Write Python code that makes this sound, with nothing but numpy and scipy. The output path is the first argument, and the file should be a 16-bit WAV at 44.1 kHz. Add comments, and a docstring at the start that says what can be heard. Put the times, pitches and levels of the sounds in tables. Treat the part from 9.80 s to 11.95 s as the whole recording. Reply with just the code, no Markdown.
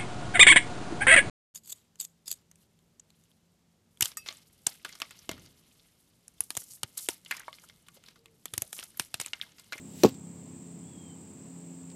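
"""A backyard, with the microphone close to a foam target: an arrow hisses in and thwacks into the face.
Shaped noise makes the flight hiss, tip crack, shaft rattle, dull echo, small ticks and air.
Damped modes and tones make the block's hollow knocks, the shaft's ping and the target's deep bump.
Modulated tones make the insect drone (over a noise chorus), the distant motor's hum, a far engine's
fading throb and one thin falling bird whistle."""
import sys
import numpy as np
from scipy import signal
from scipy.fft import rfft, irfft
from scipy.io import wavfile

SR = 44100
rng = np.random.default_rng(int(sys.argv[2]) if len(sys.argv) > 2 else 0)


def file_out(sig):
    """Save sig as 16-bit WAV at sys.argv[1]."""
    # one column per channel
    cols = np.atleast_2d(sig).T
    # limit, then scale
    lim = np.clip(cols, -1, 1)
    pcm = np.round(lim * 32767).astype(np.int16)
    wavfile.write(sys.argv[1], SR, pcm)


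N = 94815
T = np.arange(N) / SR  # seconds
HZ = np.fft.rfftfreq(N, 1 / SR)

# far engine's throb: time_s, level_db [rms]
THROB_LEVELS = [(0, -48), (.35, -47.5), (.62, -47.5), (.87, -52.5), (1.02, -49.5), (1.45, -52.5),
                (1.65, -55), (2.15, -72)]
# resonances sounded by each wing stroke: pitch_hz, waver_hz [rms], level_db [nearer insect], place [cycles]
WING_RESONANCES = [(8150, 70, -64.5, 0.05), (7940, 71, -70, 0.6), (7620, 45.7, -61.5, 0.68),
                   (7340, 60, -68, 0.56), (7180, 59.5, -68.5, 0.94)]
# smooth insect chorus, spectrum: frequency_hz, density_db [relative, per Hz]
CHORUS_SPECTRUM = [(5500, -26), (6800, -11.5), (7150, -5.5), (7600, -2), (8250, 0.5), (8600, -14),
                   (9100, -35)]
# distant motor's tones: pitch_hz, early_level_db, late_level_db
MOTOR_TONES = [(88.4, -64, -68), (172, -60, -49), (262, -57, -53), (290, -64, -66), (347, -64, -65.5),
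               (425.4, -66, -67), (517, -77, -77)]
# air of the yard, spectrum: frequency_hz, density_db [relative, per Hz]
AIR_SPECTRUM = [(20, -27), (48, -30), (66, -23), (88, -9), (170, 2.5), (260, -1.5), (380, -9), (600, -14.5),
                (950, -17.5), (1500, -27.5), (2500, -25.5), (4000, -30.5), (6400, -29.5), (9500, -37.5),
                (15500, -37.5)]
# fletching hiss in flight, spectrum: frequency_hz, density_db [relative, per Hz]
FLIGHT_SPECTRUM = [(1000, -16), (2000, -6.5), (3000, -1.5), (4500, -3.5), (6300, -3), (9500, -6),
                   (12000, -5.5), (15500, -9)]
# tip cracking through the face, spectrum: frequency_hz, density_db [relative, per Hz]
CRACK_SPECTRUM = [(500, 4.5), (1300, -9), (2600, -4.5), (3400, -7.5), (4100, 3.5), (4800, -13), (6000, 4.5),
                  (7200, -10.5), (9700, -18.5), (11800, -4), (13300, -8), (15500, -18)]
# shaft's rattle, spectrum: frequency_hz, density_db [relative, per Hz]
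RATTLE_SPECTRUM = [(300, 4.5), (1000, 2), (1600, -3.5), (2100, -3), (2700, 0), (5000, -0.5), (8000, -7),
                   (9700, -30), (11800, -7.5), (15500, -17)]
# yard's dull echo, spectrum: frequency_hz, density_db [relative, per Hz]
ECHO_SPECTRUM = [(30, -32), (70, -24), (110, -6), (230, 8), (450, 5), (700, -4), (1100, -22), (1600, -26),
                 (4000, -42)]
# shaft's short ring: pitch_hz, level_db [peak], t60_s
SHAFT_MODES = [(2607, -35, 0.11), (3143, -37, 0.077), (4013, -24.5, 0.018), (5340, -24.5, 0.019),
               (5970, -21.5, 0.02)]
# jolts of the block: centre_s, level_db [peak of the push], contact_s [shorter is harder]
BLOCK_JOLTS = [(0.2366, -21, 0.0005), (0.2378, -24, .00078), (0.2397, -17, 0.00035), (0.248, -14, .00032),
               (0.2526, -17, 0.0007)]
# modes of the foam block: pitch_hz, boost_db, t60_s
BLOCK_MODES = [(124, 3.5, 0.19), (204.4, 8.5, 0.1), (265.3, 8, 0.13), (344, 19, 0.049), (427, 14.5, 0.046),
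               (513, 13.5, 0.086), (756, 8.5, 0.078), (842, 4, 0.071), (896, 4, 0.081), (1098, 10.5, 0.076),
               (1264, 9, 0.031)]
# small ticks: start_s, level_db, t60_s, treble_db [above 7 kHz, relative to the rest of the tick]
TICK_EVENTS = [(0.2524, -32.5, 0.036, -3), (0.288, -39.5, 0.015, 7), (0.2945, -43, 0.012, 9),
               (.342, -56.5, 0.091, -3), (2.101, -50.5, 0.019, -8), (2.115, -59, .05, -8)]
# ticks before their treble change, spectrum: frequency_hz, density_db [relative, per Hz]
TICK_SPECTRUM = [(800, -17), (2800, -0.5), (6300, -3), (9500, -7), (12000, -10), (15500, -12)]
# bird whistle: time_s, pitch_hz, level_db [peak of the tone before flutter]
BIRD_PATH = [(1.04, 3360, -77), (1.08, 3370, -68), (1.125, 3370, -66.5), (1.149, 3310, -64.5),
             (1.24, 3220, -63.5), (1.33, 3070, -64), (1.37, 2980, -76)]

HIT_S = .2347
THROB_HZ, EXHAUST_HZ, EXHAUST_WIDTH_HZ = 33.94, 176.3, 37  # firing rate, resonance, its width
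STROKE_HZ, STROKE_DEPTH = 48.06, 1.33
SECOND_STROKE_HZ, SECOND_DB = 53.4, -11.5  # second insect, level relative to the first
CHORUS_DB, AIR_DB = -60, -52.5
HUM_CHANGE_S, HUM_CHANGE_LENGTH_S = 1.606, .16  # middle and length of the balance shift
HUM_WAVER, HUM_WAVER_DB = 0.0042, 1.17  # rms pitch waver as a fraction, rms level waver
FLIGHT_DB, FLIGHT_NEAR_S = -49.5, 0.063  # level at the hit; time before it when gain is half
CRACK_DB, CRACK_HOLD_S, CRACK_T60_S = -18, 0.0019, 0.0098
RATTLE_DB, RATTLE_T60_S = -27.5, 0.16
RATTLE_GRAIN_DB, RATTLE_GRAIN_HZ = 3, 302  # rms unevenness and its rate
ECHO_DB, ECHO_RISE_S, ECHO_T60_S = -39, 0.022, 0.2
BLOCK_LOW_HZ = 96  # low-cut corner
SWAY_HZ, SWAY_DB, SWAY_RISE_S = 110.7, -30.5, 0.014
BIRD_FLUTTER, BIRD_FLUTTER_HZ = .42, 90  # rms depth and rate
EDGE_HZ = 15900  # upper band limit


def amp(db):
    """Decibels to gain."""
    return 10 ** (np.asarray(db) / 20)


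def unit(x):
    """Scales to rms 1."""
    return x / np.sqrt(np.mean(x ** 2) + 1e-20)


def noise(gain):
    """Unit noise with the given gain at each frequency."""
    spectrum = rfft(rng.standard_normal(N)) * gain
    return unit(irfft(spectrum, N))


def coloured(points):
    """Unit noise with a spectrum of (Hz, dB) points, joined along log frequency."""
    hz, db = np.transpose(points)
    return noise(amp(np.interp(np.log(HZ + 1), np.log(hz), db)))


def drift(rate_hz):
    """Random wander of rms 1, mostly slower than the given rate."""
    return noise((HZ > 0) / (1 + (HZ / rate_hz) ** 4))


def burst(start, rise, t60, hold=0):
    """Envelope with a linear attack and exponential release; hold counts from the start."""
    age = T - start
    attack = np.clip(age / rise, 0, 1)
    release = np.exp(-np.log(1000) * np.maximum(age - hold, 0) / t60)
    return attack * release


def throb():
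    """A far engine's regular pulses ring a low exhaust resonance and fade away."""
    turns = np.cumsum(THROB_HZ + 0.14 * drift(4.1)) / SR + rng.random()
    orders = np.arange(3, 10)[:, None]  # harmonics of the firing rate
    response = 1 / (1 + 2j * (orders * THROB_HZ - EXHAUST_HZ) / EXHAUST_WIDTH_HZ)
    pulses = (response * np.exp(2j * np.pi * orders * turns)).real.sum(0)
    times, levels = np.transpose(THROB_LEVELS)
    return amp(np.interp(T, times, levels)) * unit(pulses)


def motor():
    """Wavering low tones from a distant motor, whose balance shifts once."""
    late = np.clip((T - HUM_CHANGE_S) / HUM_CHANGE_LENGTH_S + .5, 0, 1)
    out = np.zeros(N)
    for hz, early_db, late_db in MOTOR_TONES:
        turns = np.cumsum(hz * (1 + HUM_WAVER * drift(4.54))) / SR + rng.random()
        level_db = early_db + (late_db - early_db) * late + HUM_WAVER_DB * drift(4.4)
        out += amp(level_db) * np.sin(2 * np.pi * turns)
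    return np.sqrt(2) * out  # makes the tone levels rms


def insect(stroke_hz):
    """Unsteady high wing resonances swell at their own places in every stroke."""
    cycle = np.cumsum(stroke_hz + 0.25 * drift(2.4)) / SR
    out = np.zeros(N)
    for hz, waver_hz, db, place in WING_RESONANCES:
        stroke = unit(np.exp(STROKE_DEPTH * np.cos(2 * np.pi * (cycle - place))))
        turns = np.cumsum(hz + waver_hz * drift(149)) / SR
        out += amp(db) * stroke * unit(np.sin(2 * np.pi * turns))
    return out


def insects():
    """Two nearer insects drone over a smooth chorus of shaped noise."""
    nearer = insect(STROKE_HZ) + amp(SECOND_DB) * insect(SECOND_STROKE_HZ)
    return nearer + amp(CHORUS_DB) * coloured(CHORUS_SPECTRUM)


def air():
    """Steady noise of the yard's air, strongest in the lows."""
    return amp(AIR_DB) * coloured(AIR_SPECTRUM)


def flight():
    """The fletching hisses louder as the arrow closes in, and stops at the hit."""
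    distance = 1 + (np.maximum(HIT_S - T, 0) / FLIGHT_NEAR_S) ** 2
    return amp(FLIGHT_DB) * coloured(FLIGHT_SPECTRUM) * (T < HIT_S) / distance


def crack():
    """The tip cracks through the face in a very short noise burst."""
    return amp(CRACK_DB) * coloured(CRACK_SPECTRUM) * burst(HIT_S, 0.00015, CRACK_T60_S, CRACK_HOLD_S)


def rattle():
    """The shaft rattles unevenly: decaying noise with a random grain."""
    body = amp(RATTLE_DB) * burst(HIT_S, 0.00088, RATTLE_T60_S)
    grain = unit(amp(RATTLE_GRAIN_DB * drift(RATTLE_GRAIN_HZ)))
    # the body is an envelope; the grain roughens it
    return body * grain * coloured(RATTLE_SPECTRUM)


def echo():
    """The yard answers dully with low noise that swells, then dies away."""
    return amp(ECHO_DB) * coloured(ECHO_SPECTRUM) * burst(HIT_S, ECHO_RISE_S, ECHO_T60_S, ECHO_RISE_S)


def shaft():
    """The stiff shaft pings for an instant before the foam damps it."""
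    out = np.zeros(N)
    for hz, db, t60 in SHAFT_MODES:
        out += amp(db) * burst(HIT_S, 0.00072, t60) * np.sin(2 * np.pi * hz * (T - HIT_S))
    return out


def sway():
    """The whole target gives way with a slower, deeper bump."""
    age = np.maximum(T - HIT_S, 0)
    swell = (age / SWAY_RISE_S * np.exp(1 - age / SWAY_RISE_S)) ** 2
    return amp(SWAY_DB) * swell * np.sin(2 * np.pi * SWAY_HZ * age)


def block():
    """The foam block jolts as it stops the arrow; every jolt rings the same damped modes."""
    t = T[:SR // 2]
    ring = signal.unit_impulse(len(t))  # the push itself is heard too
    for hz, db, t60 in BLOCK_MODES:
        damping = np.log(1000) / t60
        mode = np.exp(-damping * t) * np.cos(2 * np.pi * hz * t)
        ring += amp(db) * 2 * damping / SR * mode
    pushes = np.zeros(N)
    for centre, db, contact in BLOCK_JOLTS:
        u = (centre - T) / contact
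        pushes += amp(db) * u * np.exp(.5 - u ** 2 / 2)  # out, then back
    low_cut = signal.butter(3, BLOCK_LOW_HZ, "high", fs=SR, output="sos")
    return signal.sosfilt(low_cut, signal.fftconvolve(pushes, ring)[:N])


def ticks():
    """Small dry ticks of decaying noise, some bright and some dull."""
    out = np.zeros(N)
    for start, db, t60, treble_db in TICK_EVENTS:
        spectrum = [(hz, level + treble_db * (hz > 7000)) for hz, level in TICK_SPECTRUM]
        out += amp(db) * burst(start, 0.00035, t60) * coloured(spectrum)
    return out


def bird():
    """One far, fluttering whistle: a single tone that slides down."""
    times, hz, db = np.transpose(BIRD_PATH)
    turns = np.cumsum(np.interp(T, times, hz) + 18 * drift(70)) / SR
    flutter = unit(abs(1 + BIRD_FLUTTER * drift(BIRD_FLUTTER_HZ)))
    sounding = (T > times[0]) * (T < times[-1])
    return amp(np.interp(T, times, db)) * flutter * sounding * np.sin(2 * np.pi * turns)


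def scene():
    """The shot, close to the microphone, over the sounds of the yard."""
    shot = flight() + crack() + rattle() + echo() + shaft() + block() + sway()
    yard = ticks() + insects() + motor() + throb() + bird() + air()
    return (shot + yard)[None]


def record(dry):
    """The recorder's band limit: a linear-phase low-pass."""
    low_pass = signal.firwin(511, EDGE_HZ, window=("kaiser", 9), fs=SR)
    return signal.oaconvolve(dry, low_pass[None], "same")


dry = scene()
out = record(dry)
file_out(out)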